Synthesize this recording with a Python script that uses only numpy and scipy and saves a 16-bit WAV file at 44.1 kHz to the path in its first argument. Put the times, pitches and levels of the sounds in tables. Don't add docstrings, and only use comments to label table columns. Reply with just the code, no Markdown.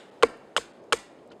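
import sys
import numpy as np
from scipy import signal
from scipy.fft import rfft, irfft, next_fast_len
from scipy.io import wavfile
from scipy.ndimage import map_coordinates

SR = 44100
rng = np.random.default_rng(int(sys.argv[2]) if len(sys.argv) > 2 else 0)


def dump(signal):
    limited = np.clip(np.atleast_2d(signal).T, -1, 1)
    pcm = np.round(limited * 32767).astype(np.int16)
    wavfile.write(sys.argv[1], SR, pcm)


def nominal_scale(level):
    x = np.asarray(level, float) / 20
    return 10 ** x


N = 61739
LEAD = SR // 4
T = np.arange(SR // 4) / SR


def unit(x):
    return x / np.sqrt(np.mean(x ** 2) + 1e-20)


def along(points, hz):
    f, v = np.transpose(points)
    return np.interp(np.log(hz + 1), np.log(f + 1), v)


def filtered(x, response):
    m = next_fast_len(len(x) + 8192)
    spectrum = rfft(x, m) * response(np.fft.rfftfreq(m, 1 / SR))
    return irfft(spectrum, m)[:len(x)]


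def noise(spectrum, size):
    white = rng.standard_normal(size)
    return unit(filtered(white, lambda hz: nominal_scale(along(spectrum, hz))))


def wobble(rate, size):
    knots = rng.standard_normal(size // 16)
    return map_coordinates(knots, [np.arange(size) * rate / SR])


def swell(rise_s):
    return 1 - np.exp(-T / rise_s)


def decaying_sines(modes):
    return sum(nominal_scale(db - 60 * T / t60) * np.sin(2 * np.pi * hz * T) for hz, db, t60 in modes)


def add(track, s, sound):
    part = track[LEAD + round(s * SR):][:len(sound)]
    part += sound[:len(part)]


def ring(modes, contact_s, rise_cycles):
    contact = max(contact_s * SR, 1)
    push = np.sin(np.pi * np.arange(0.5, contact) / contact)
    free = np.zeros(len(T))
    for hz, db, t60 in modes:
        onset = 1 - np.exp(-T * hz / rise_cycles)
        free += nominal_scale(db - 60 * T / t60) * onset * np.sin(2 * np.pi * hz * T)
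    return np.convolve(free, push / push.sum())[:len(T)]


# (frequency [Hz], level [dB], t60 [s])
BLADE_MODES = [(604, -9.5, 0.016), (920, -13, 0.018), (1380, 4.5, 0.0058), (2410, -7.5, 0.003),
               (2923, -4.5, 0.0081), (4950, -21, 0.014), (8630, -11, 0.0087)]


def bite(db):
    return nominal_scale(db + 4.5) * ring(BLADE_MODES, contact_s=0.00014, rise_cycles=0.7)


# (frequency [Hz], level [dB])
FIBRE_COLOUR = [(400, -44), (1500, -1), (3000, -0.5), (5000, 0.5), (6000, -1.5), (8500, -3), (11000, -15),
                (16000, -54)]


def split(length_s, db, first_hz, last_hz):
    glide_s, rough, fade_s = 0.0040, 0.8, 0.001
    hz = last_hz + (first_hz - last_hz) * np.exp(-(T / glide_s) ** 2)
    phase = 2 * np.pi * np.cumsum(hz) / SR + rough * wobble(940, len(T))
    whistle = np.sin(phase) * np.exp(rough * wobble(630, len(T)) / 2)
    fizz = nominal_scale(-6 + 3 * wobble(500, len(T))) * noise(FIBRE_COLOUR, len(T))
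    gate = np.clip(T / 0.0007, 0, 1) * np.exp(-np.clip(T - length_s, 0, None) / fade_s)
    return nominal_scale(db) * gate * (whistle + fizz)


# (frequency [Hz], level [dB], t60 [s])
LOG_MODES = [(880, -10.5, 0.02), (1107, -7, 0.019), (1307, -0.5, 0.0083), (1672, -5.5, 0.0092),
             (2052, -12, 0.024), (2290, -6, 0.02), (3310, -1, 0.0061), (4360, -40, .015)]


def knock(db, contact_s, crack_db):
    crack_t60_s, crack_rise_s = 0.0099, 0.00014
    crack = nominal_scale(crack_db - 60 * T / crack_t60_s) * swell(crack_rise_s) * noise(FIBRE_COLOUR, len(T))
    return nominal_scale(db) * ring(LOG_MODES, contact_s, rise_cycles=0.24) + crack


# (frequency [Hz], level [dB], t60 [s])
BODY_MODES = [(323, -16.5, 0.039), (460.4, -1, 0.036), (600, -27.5, 0.0081)]


def boom(db, swell_s):
    return nominal_scale(db) * swell(swell_s) ** 2 * decaying_sines(BODY_MODES)


# (frequency [Hz], level [dB])
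SPRAY_COLOUR = [(800, -50), (2500, -6.5), (4500, 4.5), (8000, 6.5), (11000, -13.5), (14000, -15),
                (17000, -60)]


def spray(db, t60_s):
    return nominal_scale(db - 60 * T / t60_s) * swell(0.0028) * noise(SPRAY_COLOUR, len(T))


# (time [s], level [dB], spray level [dB], spray t60 [s])
BITES = [
    (0.2256, -11.5, -52, 0.17),
    (0.5648, -7, -37.5, 0.18),
    (0.9240, -6.5, -41, 0.3),
]
# (time [s], length [s], level [dB], first pitch [Hz], last pitch [Hz])
SPLITS = [
    (0.2260, .0048, -27, 2600, 3300),
    (0.5660, .0112, -23, 1500, 3250),
    (0.9250, .0044, -18, 2900, 3050),
]
# (time [s], level [dB], contact length [s], crack level [dB])
KNOCKS = [
    (0.232, -8, .0002, -17.5),
    (0.2327, -6, 0.00021, -24.5),
    (0.2346, -3.5, 0.00031, -37),
    (0.5784, -17, .0002, -30),
    (0.5800, -11, 0.00072, -32),
    (0.9302, -12.5, 0.00012, -15),
    (0.9309, -8.5, 0.00012, -29),
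]
# (time [s], level [dB], swell [s])
BOOMS = [
    (0.2312, 6, 0.0027),
    (0.5789, -16, 0.0018),
    (0.9318, -7, 0.0023),
]


def chops():
    tracks = np.zeros((len(BITES) + 1, LEAD + N))
    for track, (s, db, *thrown), (tear_s, *tear) in zip(tracks, BITES, SPLITS):
        add(track, s, bite(db) + spray(*thrown))
        add(track, tear_s, split(*tear))
    for track, (s, *row) in zip(tracks, BOOMS):
        add(track, s, boom(*row))
    for s, *row in KNOCKS:
        nearest = np.argmin([abs(s - b[0]) for b in BITES])
        add(tracks[nearest], s, knock(*row))

    earlier_s, earlier_db = -0.073, -7
    add(tracks[-1], earlier_s, bite(earlier_db) + nominal_scale(earlier_db + 4.5) * split(*SPLITS[-1][1:]))

    def thin(f):
        radiates_hz = 292
        return (-f * f / (radiates_hz ** 2 - f * f + 1.2j * f * radiates_hz)) ** 2
    return np.array([filtered(x, thin) for x in tracks])


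def thumps():
    track = np.zeros(LEAD + N)
    ground = [(38, -49.5, 0.31), (86, -41, 0.15), (184, -36, 0.067)]  # (Hz, dB, t60 s)
    thump = swell(0.0027) * decaying_sines(ground)
    for s, db, _ in BOOMS:
        add(track, s, nominal_scale(db * 0.39) * thump)
    return track


# (time [s], level [dB], pitch [Hz], length [s])
TICKS = [
    (0.370, -68, 9000, .002),
    (0.834, -71.5, 6500, .005),
    (1.185, -64.5, 3140, 0.0068),
    (1.275, -63, 8350, 0.0012),
    (1.299, -65, 4030, 0.0044),
    (1.306, -57, 1440, .008),
    (1.313, -55.5, 3010, 0.0057),
    (1.314, -57.5, 4760, 0.0056),
    (1.328, -59, 2950, 0.0035),
]


def ticks():
    track = np.zeros(LEAD + N)
    for s, db, hz, length_s in TICKS:
        colour = [(hz * 0.18, -40), (hz * 0.845, -9), (hz, 0), (hz * 1.11, -9), (hz * 2.05, -26), (hz * 3, -80)]
        envelope = (T / length_s * np.exp(1 - T / length_s)) ** 2
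        add(track, s, nominal_scale(db) * noise(colour, len(T)) * envelope)
    return track


def echo(x, t60s, delay_s):
    hz, t, z = signal.stft(rng.standard_normal(SR), SR, nperseg=128)
    decay = nominal_scale(-60 * t / along(t60s, hz)[:, None])
    tail = signal.istft(z * decay, SR, nperseg=128)[1]
    tail = np.pad(tail, (round(delay_s * SR), 0))
    return signal.fftconvolve(x, tail / np.linalg.norm(tail))[:len(x)]


# (frequency [Hz], t60 [s])
NEAR_DECAY = [(200, 0.13), (1000, .22), (4000, 0.28), (12000, 0.2)]
# (frequency [Hz], t60 [s])
WOOD_DECAY = [(200, 0.23), (1500, 0.92), (5000, 0.55), (12000, 0.32)]
# (frequency [Hz], level [dB])
ECHO_COLOUR = [(100, -14), (300, 4.5), (500, -3), (1200, -3.5), (3000, -4.5), (8000, 3.5), (14000, 2)]


def trees_answer(tracks):
    scatter = np.exp(1j * 2.13 * wobble(900, LEAD + N))
    wet = np.zeros(LEAD + N)
    for x in np.real(signal.hilbert(tracks) * scatter):
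        wet += nominal_scale(-16.5) * echo(x, NEAR_DECAY, delay_s=0.004)
        wet += nominal_scale(-25.5) * echo(x, WOOD_DECAY, delay_s=0.036)
    return filtered(wet, lambda hz: nominal_scale(along(ECHO_COLOUR, hz)))


# (frequency [Hz], level [dB per Hz])
HUM_COLOUR = [(15, -61), (25, -35), (107, -13.5), (201, -6), (294, -2.5), (437, -1.5), (559, -1.5),
              (1300, -22), (1690, -70), (2860, -120)]
# (frequency [Hz], level [dB per Hz])
AIR_COLOUR = [(300, -57), (800, 5.5), (1300, -4), (2500, -10), (5000, -17), (9000, -22.5), (13000, -35),
              (16000, -42)]


def background():
    sway = nominal_scale(wobble(6.6, N) + wobble(27, N))
    hum = nominal_scale(-51.5) * unit(sway * noise(HUM_COLOUR, N))
    air = nominal_scale(-62.5 + 1.8 * wobble(1.7, N)) * noise(AIR_COLOUR, N)
    return hum + air


def scene():
    tracks = chops()
    events = tracks.sum(0) + trees_answer(tracks) + thumps() + ticks()
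    return (events[LEAD:] + background())[None]


# (time [s], lost above [Hz], share lost [0-1])
DROPOUTS = [
    (0.107, 2800, .75),
    (0.280, 4000, .6),
    (0.728, 3500, .7),
    (0.812, 5000, .8),
    (0.982, 4000, .6),
    (1.299, 5200, .85),
]


def treble_dropouts(x):
    t, width_s = np.arange(N) / SR, 0.0048
    lost = np.zeros(N)
    for s, above_hz, share in DROPOUTS:
        dropout = share * np.exp(-((t - s) / width_s) ** 4)
        lost += dropout * filtered(x, lambda f: f > above_hz)
    return x - lost


def top_cut(x):
    return signal.sosfilt(signal.butter(12, 16010, fs=SR, output="sos"), x)


def record(dry):
    def dip(f):
        notch_hz, wide_hz, depth = 5746, 402, 0.97
        return 1 - depth * 1j * f * wide_hz / (notch_hz ** 2 - f * f + 1j * f * wide_hz)
    mix = treble_dropouts(filtered(dry[0], dip))[None]
    return top_cut(mix)


dry = scene()
out = record(dry)
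dump(out)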